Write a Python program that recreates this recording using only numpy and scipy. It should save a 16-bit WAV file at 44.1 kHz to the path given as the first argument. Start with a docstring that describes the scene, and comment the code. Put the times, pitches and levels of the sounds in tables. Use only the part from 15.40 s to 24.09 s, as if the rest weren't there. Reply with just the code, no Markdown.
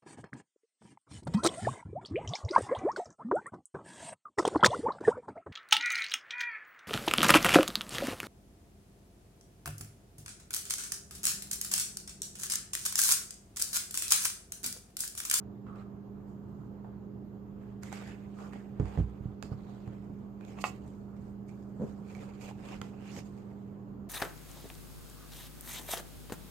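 """Bottle, fork and paper plate in a quiet kitchen

A plastic bottle is handled and set down, a fork is picked up and knocks, a paper plate is flexed and rubbed.
Ticks and rubbing are shaped noise; fork, plate and table ring as sums of fading sine waves.
A refrigerator hums behind them in slightly unsteady sine tones, over the soft noise of the room.
All is heard through the two microphone ports, left and right, of a phone that stands on the table."""
import sys
import numpy as np
from scipy import signal
from scipy.fft import rfft, irfft, next_fast_len
from scipy.io import wavfile
from scipy.ndimage import uniform_filter1d, map_coordinates

SR = 44100
rng = np.random.default_rng(int(sys.argv[2]) if len(sys.argv) > 2 else 0)


def waveform_to_disk(signal):
    """Save audio, clipped to [-1, 1], as 16-bit WAV at the path in sys.argv[1]."""
    frames = np.transpose(np.atleast_2d(signal))
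    scaled = np.clip(frames, -1, 1) * 32767
    samples = np.round(scaled).astype(np.int16)
    wavfile.write(sys.argv[1], SR, samples)


N = 383229  # length in samples

# strokes of hands on plastic and paper: full_level_s (when the rise ends), rise_s, hold_s, fall_s, level_db,
# body_db and fizz_db (lows and highs against the middle), grip_hz and grip_db (ring of the gripped part)
HAND_STROKES = [ (0.27, 0.022, 0.022, 0.12, -71, 11, -12, 1240, 18.5),
                (0.362, 0.045, 0.038, 0.14, -68.5, 8.5, -10, 1240, 16),
                (0.884, .04, .01, .2, -89.5, 18, 10.5, 1200, 5),
                (1.093, .1, 0.14, 0.37, -95.5, 8, 11, 997, -2),
                (1.449, .02, .02, 0.14, -78, 23, -16, 780, 1),
                (2.228, .1, 0.079, 0.34, -76.5, 9, -8.5, 1700, 6.5),
                (2.43, 0.011, .015, .16, -59, 3, 1.5, 2000, 7),
                (2.529, 0.02, .012, 0.2, -51.5, -2, -4, 1310, 8),
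                (2.639, .15, 0.083, 0.11, -59, 3, -8, 1650, 6),
                (2.79, .05, 0.061, 0.93, -70, 5, -8.5, 1590, 1.5),
                (2.996, 0.058, 0.045, .15, -63.5, 10, -1.5, 1274, 12),
                (3.129, .02, 0.023, 0.18, -63, 9.5, -5.5, 1840, 8),
                (3.4, 0.0093, .03, 0.13, -65.5, 19, -6, 1800, 0.5),
                (3.467, 0.12, .12, 0.1, -60.5, 9.5, -7.5, 1790, 1.5),
                (3.613, .03, 0.08, .9, -72, 11.5, -8.5, 2000, -1),
                (4.048, 0.011, 0.009, 0.12, -68, 12, 1, 4930, 11),
                (4.12, 0.049, .01, 0.042, -67, 14, -13, 4970, 8),
                (4.203, 0.14, 0.14, .4, -71.5, 11, -5, 4020, 7.5),
                (4.48, 0.073, .015, 0.24, -69, 13, -8.5, 2000, 3.5),
                (4.65, 0.12, .1, 0.46, -80.5, 13, -2, 2200, 2),
                (5.008, 0.012, .03, .1, -75, 13, -10, 2490, 2.5),
                (5.085, .1, 0.025, .12, -63.5, 7, -3, 2600, 4.5),
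                (5.18, 0.026, .004, 0.022, -60, 13, -10, 2740, 1),
                (5.218, 0.022, .003, .009, -57.5, -2, 11, 2750, 6),
                (5.259, .03, 0.013, 0.049, -49.5, -2, 5, 2700, 2),
                (5.334, .03, .03, .15, -65.5, -5, -4, 2660, 0.5),
                (5.45, .1, .03, .4, -78, 9, 4.5, 2400, 0.5),
                (5.767, 0.022, .005, .06, -74, 3, -4, 2110, 4.5),
                (5.833, 0.13, 0.036, 0.26, -83, 20, 6, 2150, 1.5),
                (6.089, .03, .005, .1, -72, -6, 1.5, 2200, 12),
                (6.14, .05, .05, 0.58, -85, 5, 7.5, 2250, 5.5),
                (6.435, 0.095, 0.035, 0.27, -71, 18, 2.5, 2380, 0.5),
                (6.704, 0.1, 0.053, .1, -65, 5, -2, 2490, 5.5),
                (6.802, 0.093, .035, 0.14, -64, 11, -1, 2520, 6),
                (6.893, 0.06, 0.067, 0.37, -68.5, 9, -7, 2580, 2.5),
                (7.015, 0.02, .04, .1, -61, 3, 3.5, 2560, 3), (7.094, .1, 0.01, .045, -54, 4, -6, 2610, 4),
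                (7.178, .05, .03, .2, -70, 13, -1.5, 2600, 2.5),
                (7.279, .1, 0.084, 0.09, -57, 6.5, -6, 2710, 3.5),
                (7.424, .01, .05, 0.11, -68, 11.5, 1, 2710, 4),
                (7.535, 0.044, 0.055, 0.25, -72.5, 13.5, -4.5, 2710, 6),
                (7.674, .06, .025, .05, -57, 0, -6, 2720, 7.5),
                (7.762, .14, .03, 0.05, -55.5, 3, -1, 5770, 7.5),
                (7.854, .05, .02, 0.12, -72, 9.5, 6, 2470, 4),
                (7.982, 0.064, .01, .15, -70.5, 12, -1.5, 2550, 2),
                (8.047, .1, .1, .9, -76.5, 12, -6, 2550, -3)]
SWELL_DB = 20  # change of level within one rise or fall time


def ticks():
    """A sharp snap, a short ring and a few milliseconds of rattle; the treble dies first."""
    # dry ticks: start_s, level_db, body_db and fizz_db (lows and highs against the middle),
    # left_right_db, ring_hz, ring_db (against the middle)
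    dry_ticks = [(.2673, -63.5, 15, -16, -5, 1160, 10), (.3581, -68, 8, 3, -7, 1310, 7),
                 (1.4458, -78, 23, -10, -5, 753, 33), (2.433, -56.5, 16, 15.5, -8, 920, 6),
                 (2.5194, -52, 5, -6, -4, 1300, 4), (2.527, -48.5, 9, 9, -8.5, 780, 13),
                 (2.6218, -52, 9, -10.5, -3, 770, 3), (2.9868, -58, 7, -6, -7, 1230, 0),
                 (3.1332, -53, 7, -4.5, -8, 760, 6), (3.3983, -51.5, 8, -2.5, -2, 700, 6),
                 (3.456, -54.5, 5, -4, -9, 1260, -3), (3.5245, -60, 10, -4, -6, 785, 6),
                 (3.5748, -59.5, 17, -10, -10, 700, 6), (4.0259, -43, 8.5, 0.5, -13, 2580, -6),
                 (4.0339, -57, 4, 3, -4, 4840, 6), (4.4769, -65.5, 16.5, 4, -4, 700, 9),
                 (5.0095, -54, 4, -8, -11, 2400, 0), (5.0502, -57, 5, -1, -13, 770, 0),
                 (5.1888, -57, -10, 2, -6, 2700, -6), (5.2408, -36, 3, -2.5, -15, 2620, -4),
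                 (5.4782, -71, 6, 12.5, -6, 720, 0), (5.7662, -68.5, 4, 2, -7, 2140, 4),
                 (6.0923, -62, -2, 3, -12, 2360, 9), (6.2277, -74, 6, 8, -3, 960, 2),
                 (6.6997, -57.5, 8, -13, -4, 2400, -8), (6.7502, -52.5, -18, -2, -16, 2300, 8.5),
                 (7.0118, -52.5, -2, 0, -17, 2500, -6), (7.1114, -52.5, 0, -10, -5, 840, 12),
                 (7.2873, -46, -1, -9, 3, 2530, -3), (7.4152, -36, 0, -4, -8, 1370, 1.5),
                 (7.6557, -53.5, 1, -8, -2, 2470, -2), (7.7641, -44.5, -.5, -4, -6, 2200, -3),
                 (7.9766, -66, 0, 2, -10, 2500, 2)]
    snap_t60_s, ring_t60_s = 0.012, 0.024  # time to fall by 60 dB, for the middle and for the ring
    out = np.zeros((2, N + SR))
    t = np.arange(2048) / SR
    shared, left, right = rng.standard_normal((3, N))
    noise = shared + 1.4 * np.array([left, right])
    # a small contact radiates little bass
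    parts = registers(filtered(noise, lambda hz: hz ** 2 / (hz ** 2 + 1000. ** 2)))
    onset = 1 - np.exp(-t / .0001)
    for k, (start_s, level_db, body_db, fizz_db, pan_db, ring_hz, ring_db) in enumerate(dry_ticks):
        # each tick takes its own piece of the noise
        body, middle, fizz = (part[:, k * len(t):][:, :len(t)] for part in parts)
        fall_db = -60 * t / snap_t60_s
        snap = middle * amp(fall_db)
        snap = snap + amp(body_db + 0.72 * fall_db) * body
        snap = snap + amp(fizz_db + 1.04 * fall_db) * fizz
        ring = amp(ring_db - 60 * t / ring_t60_s) * np.sin(2 * np.pi * ring_hz * t)
        tick = amp(level_db) * sides(pan_db)[:, None] * (snap + ring) * onset
        out[:, round(start_s * SR):][:, :len(t)] += tick
    return out[:, :N]


def fork():
    """Short hard knocks of the handle against the table make the fork ring."""
    # knocks: start_s, strength_db, left_right_db
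    knocks = [(5.1875, -48, -2), (5.2407, -29, -4), (5.2464, -43, -2)]
    # ringing tones of the fork: pitch_hz, level_db, t60_s (time to fall by 60 dB)
    fork_modes = [(755, -10.5, 0.2), (837, -1, 0.059), (1066, 1, 0.024), (1146, 0, 0.086),
                  (1224, -4.5, 0.068), (1350, -0.5, 0.021), (1700, -2, 0.014), (1897, -4, 0.031),
                  (2000, -7.5, 0.025), (2200, -0.5, 0.038), (2520, -10, 0.041), (2574, -3, 0.062),
                  (2710, -5.5, 0.1), (2720, -20.5, 0.054)]
    # the high ring reaches the right port best: pitch_hz, left_right_db
    fork_lean = [(700, 0), (1500, -3), (2500, -4.5)]
    ringing = -struck(fork_modes, knocks, attack=.0001, spread_db=1.0)
    return filtered(ringing, lambda hz: sides(along(fork_lean, hz)))


def plate():
    """The paper buckles in quick runs of pops, each a bundle of briefly ringing tones."""
    # pops: start_s, strength_db
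    pops = [(6.398, -40), (6.41, -34.5), (6.416, -39.5), (6.4201, -33), (6.4254, -35.5), (6.4346, -35.5),
            (6.4394, -37.5), (7.4156, -44), (7.766, -47.5), (7.7732, -41), (7.784, -47)]
    # ringing tones of the plate: pitch_hz, level_db, t60_s (time to fall by 60 dB)
    plate_modes = [(150, 0.5, 0.079), (202, 3, 0.072), (231.4, 5, 0.045), (392, 0.5, 0.068),
                   (460, 2, 0.043), (510, -14, 0.061), (780, -25, 0.021), (1050, -39, 0.026)]
    blows = [(start_s, strength_db, -1.5) for start_s, strength_db in pops]
    return -struck(plate_modes, blows, attack=.001, spread_db=2)


def table():
    """A softer blow is a longer push that wakes the upper tones less; the lowest tone sways the whole table."""
    # blows on the table top: start_s, strength_db, hardness_hz, sway_db (of the whole table), left_right_db
    thuds = [(3.399, -22, 290, 0, -6), (3.428, -26.5, 150, -3.5, -8.5), (3.575, -27.5, 300, -4.5, -5),
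             (3.588, -21.5, 199, 3, -7), (3.6, -29, 200, 2.5, -2), (3.807, -41, 150, 6.5, -11),
             (3.856, -33.5, 202, -6, -6.5), (4.038, -38, 403, -10, -6), (4.117, -31, 250, -17, -5),
             (4.131, -41, 201, -12, -16), (4.475, -37, 300, -16, -7)]
    # ringing tones of the table: pitch_hz, level_db, t60_s (time to fall by 60 dB)
    table_modes = [(60.3, -1.5, 0.3), (97.3, -2.5, 0.19), (122.3, 0, 0.16), (154.7, -2.5, 0.13),
                   (246, -1.5, 0.072), (318.7, -11.5, 0.18), (411, -4, 0.08), (497, -12, 0.064),
                   (700, -27, 0.051)]
    out = 0
    for start_s, strength_db, hard_hz, sway_db, pan_db in thuds:
        felt = []
        for k, (hz, level_db, t60_s) in enumerate(table_modes):
            softness_db = 10 * np.log10(1 + (hz / hard_hz) ** 4)
            felt.append((hz, level_db - softness_db + sway_db * (k == 0), t60_s))
        out = out + struck(felt, [(start_s, strength_db, pan_db)], attack=0.00062, spread_db=2.5)
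    return out


def rubbing():
    """Skin and plastic slip in dense tiny jerks; the loudest stroke sets the resonance of the gripped part."""
    # balance of the rubbing: pitch_hz, left_right_db
    rub_lean = [(60, -2), (180, -2), (540, -3.5), (1640, -2), (4930, -12.5), (14800, 6)]
    body_db, fizz_db, grip_hz, grip_db = np.transpose(HAND_STROKES)[5:]
    hz, t = signal.stft(np.zeros(N), SR, nperseg=256)[:2]
    loudest = strokes(t).argmax(0)
    distance = np.log((hz[:, None] + 1) / grip_hz[loudest])
    ring_db = grip_db[loudest] * np.exp(-(distance / 0.15) ** 2)
    shared, left, right = patched(count=3, size=256, depth_db=2.5, bins=3, frames=9, boost_db=ring_db)
    jerks = amp(1.34 * wobble(400) + 1.32 * wobble(40))
    # the two ports hear different parts of the surface
    pair = (shared + 2.3 * np.array([left, right])) * jerks
    parts = registers(filtered(pair, lambda hz: sides(along(rub_lean, hz))))
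    steps = np.arange(0, N / SR, .001)
    power = strokes(steps)
    out = 0
    for part, part_db in zip(parts, (body_db, 0 * body_db, fizz_db)):
        gain = np.sqrt(amp(2 * part_db) @ power)
        out = out + np.interp(np.arange(N) / SR, steps, gain) * part
    return out


def strokes(t):
    """Power of each stroke at times t: it rises, holds and falls."""
    full_s, rise_s, hold_s, fall_s, level_db = np.transpose(HAND_STROKES)[:5, :, None]
    before = np.maximum((full_s - t) / rise_s, 0)
    after = np.maximum((t - full_s - hold_s) / fall_s, 0)
    return amp(2 * np.maximum(level_db - SWELL_DB * (before + after), -200))


def kitchen(x):
    """The room answers with fading noise; each frequency dies at its own speed."""
    # fading of the room: pitch_hz, t60_s (time to fall by 60 dB)
    room_fade = [(300, 0.23), (2000, 0.23), (10000, 0.19)]
    hz, t, z = signal.stft(rng.standard_normal((2, SR // 2)), SR, nperseg=256)
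    fade = amp(-60 * t / along(room_fade, hz)[:, None])
    tail = signal.istft(z * fade, SR, nperseg=256)[1]
    delayed = np.pad(x, ((0, 0), (200, 0)))  # samples
    return signal.fftconvolve(delayed, tail / np.linalg.norm(tail[0]), axes=1)[:, :N]


def fridge():
    """Slightly unsteady motor tones over the patchy noise of the room."""
    # refrigerator tones: pitch_hz, level_db, left_right_db, left_lead_rad (how far the left port is ahead)
    hum_tones = [(68.3, -62, -2.5, -0.021), (119.55, -54, 0, -0.65), (200.2, -47.5, -7, 0.21),
                 (293.6, -59.5, 1, -0.51), (354.4, -64, 0.5, 0.075), (399.6, -65.5, -4, -0.32),
                 (414.9, -63, -8.5, 0.0068), (2810, -95.5, -3, 0), (3070, -100, -3.5, 0),
                 (3220, -99, -3.5, 0)]
    # colour of room air and microphone hiss: pitch_hz, level_db (per Hz)
    air_colour = [(15, -25), (40, -3), (58, -19.5), (70, -7), (105, -10), (160, -8.5), (240, -11.5),
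                  (450, -19.5), (1190, -30.5), (1930, -44), (4000, -54), (7000, -57.5), (10000, -69.5),
                  (14600, -49.5)]
    # how alike the air is at left and right: pitch_hz, likeness (1 = the same, 0 = unrelated)
    air_alike = [(60, 0.92), (180, 1), (540, 0.32), (1640, 0), (4930, 0.0), (14800, -0.0)]
    # balance of the air: pitch_hz, left_right_db
    air_lean = [(60, -3), (150, -5), (380, -4.5), (940, -4.0), (2370, -0.5), (5930, -7), (14800, 2.5)]
    air_db = -49  # level of the air as it reaches the microphone
    t = np.arange(N) / SR
    tones = 0
    for hz, level_db, pan_db, lead_rad in hum_tones:
        phase = 2 * np.pi * (hz * t + rng.random()) + 0.18 * wobble(2.8)
        tone = np.sin(phase + np.array([[lead_rad / 2], [-lead_rad / 2]]))
        swell = np.sqrt(2) * amp(level_db + 0.65 * wobble(2.037))
        tones = tones + swell * sides(pan_db)[:, None] * tone
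    pair = patched(count=2, size=512, depth_db=1.5, bins=6, frames=14)
    # mixing a common and an opposite noise by this angle sets the likeness
    turn = lambda hz: np.arccos(np.clip(along(air_alike, hz), -1, 1)) / 2
    mid, side = filtered(pair, lambda hz: amp(along(air_colour, hz)) * [np.cos(turn(hz)), np.sin(turn(hz))])
    air = filtered(np.array([mid + side, mid - side]), lambda hz: sides(along(air_lean, hz)))
    return tones + amp(air_db) * unit(air)


def struck(modes, blows, attack, spread_db):
    """Every blow (start_s, strength_db, left_right_db) rings the modes, fading sines, at new strengths."""
    out = np.zeros((2, N + SR))
    t = np.arange(SR // 2) / SR
    for start_s, strength_db, pan_db in blows:
        ring = 0
        for hz, level_db, t60_s in modes:
            fall = amp(level_db + rng.normal(0, spread_db) - 60 * t / t60_s)
            ring = ring + fall * np.sin(2 * np.pi * hz * t)
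        blow = sides(pan_db)[:, None] * amp(strength_db) * ring * (1 - np.exp(-t / attack))
        out[:, round(start_s * SR):][:, :len(t)] -= blow
    return out[:, :N]


def registers(x):
    """x in the colour of the surfaces, split into body, middle and fizz, each of rms 1."""
    # colour of the surfaces: pitch_hz, level_db (per Hz)
    surface = [(260, -34), (450, 1), (650, -7), (750, -3), (970, -9), (1700, -12), (2500, -9.5),
               (4000, -19), (8000, -20.5), (14600, -36)]
    below = lambda hz, edge: 1 / (1 + (hz / edge) ** 8)
    body = lambda hz: below(hz, 1500)
    middle = lambda hz: below(hz, 4000) - below(hz, 1500)
    fizz = lambda hz: 1 - below(hz, 4000)
    colour = lambda hz: amp(along(surface, hz))
    return [unit(filtered(x, lambda hz: colour(hz) * share(hz))) for share in (body, middle, fizz)]


def patched(count, size, depth_db, bins, frames, boost_db=0):
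    """Noise rows whose gain varies in patches of frequency and time."""
    z = signal.stft(rng.standard_normal((count, N)), nperseg=size)[2]
    field = uniform_filter1d(rng.standard_normal(z.shape[1:]), bins, 0)
    field = uniform_filter1d(field, frames, 1)
    return signal.istft(z * amp(depth_db * unit(field) + boost_db), nperseg=size)[1][:, :N]


def late(x, count):
    """The left port lies further from the hands and hears them count samples later."""
    return np.array([np.pad(x[0], (count, 0))[:N], x[1]])


def sides(pan_db):
    """Left and right gains around the middle; a positive pan_db favours the left."""
    g = amp(np.asarray(pan_db) / 2)
    return np.array([g, 1 / g]) * 2 / (g + 1 / g)


def filtered(x, response):
    """x with each frequency scaled by response(hz)."""
    m = next_fast_len(N + SR // 2)
    return irfft(rfft(x, m) * response(np.fft.rfftfreq(m, 1 / SR)), m)[..., :N]


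def wobble(rate):
    """A smooth random curve with rate random points a second."""
    return map_coordinates(rng.standard_normal(int(N * rate / SR) + 4), [np.arange(N) * rate / SR])


def along(points, hz):
    """Value at hz between (pitch_hz, value) points on a log axis."""
    f, v = np.transpose(points)
    return np.interp(np.log(hz + 1), np.log(f + 1), v)


def unit(x):
    """x scaled to rms 1."""
    return x / np.sqrt(np.mean(x ** 2) + 1e-20)


def amp(db):
    """Decibels to gain."""
    return 10 ** (np.asarray(db) / 20)


def scene():
    """Hits and their echo in the room, blows through the table, rubbing and hum."""
    hits = ticks() + fork() + plate()
    echo = amp(-8.5) * kitchen(hits)
    return late(hits, count=2) + echo + late(table(), count=12) + rubbing() + fridge()


def record(dry):
    """The phone's microphone rolls off the deep bass, colours the treble and keeps nothing above its band limit."""
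    # resonances of the microphone ports: pitch_hz, level_db
    ports = [(2000, 0), (2550, -1.5), (3400, -1.5), (4900, -0.5), (5900, -4.5), (6850, 3.5), (7600, -2),
             (8300, 0), (9800, -9), (12400, 3.5), (14600, -6)]
    bass_hz, top_hz = 61, 14680
    bass = lambda hz: -hz ** 2 / (bass_hz ** 2 - hz ** 2 + 1.4j * hz * bass_hz)
    return filtered(dry, lambda hz: bass(hz) * amp(along(ports, hz)) * (hz < top_hz))


dry = scene()
out = record(dry)
waveform_to_disk(out)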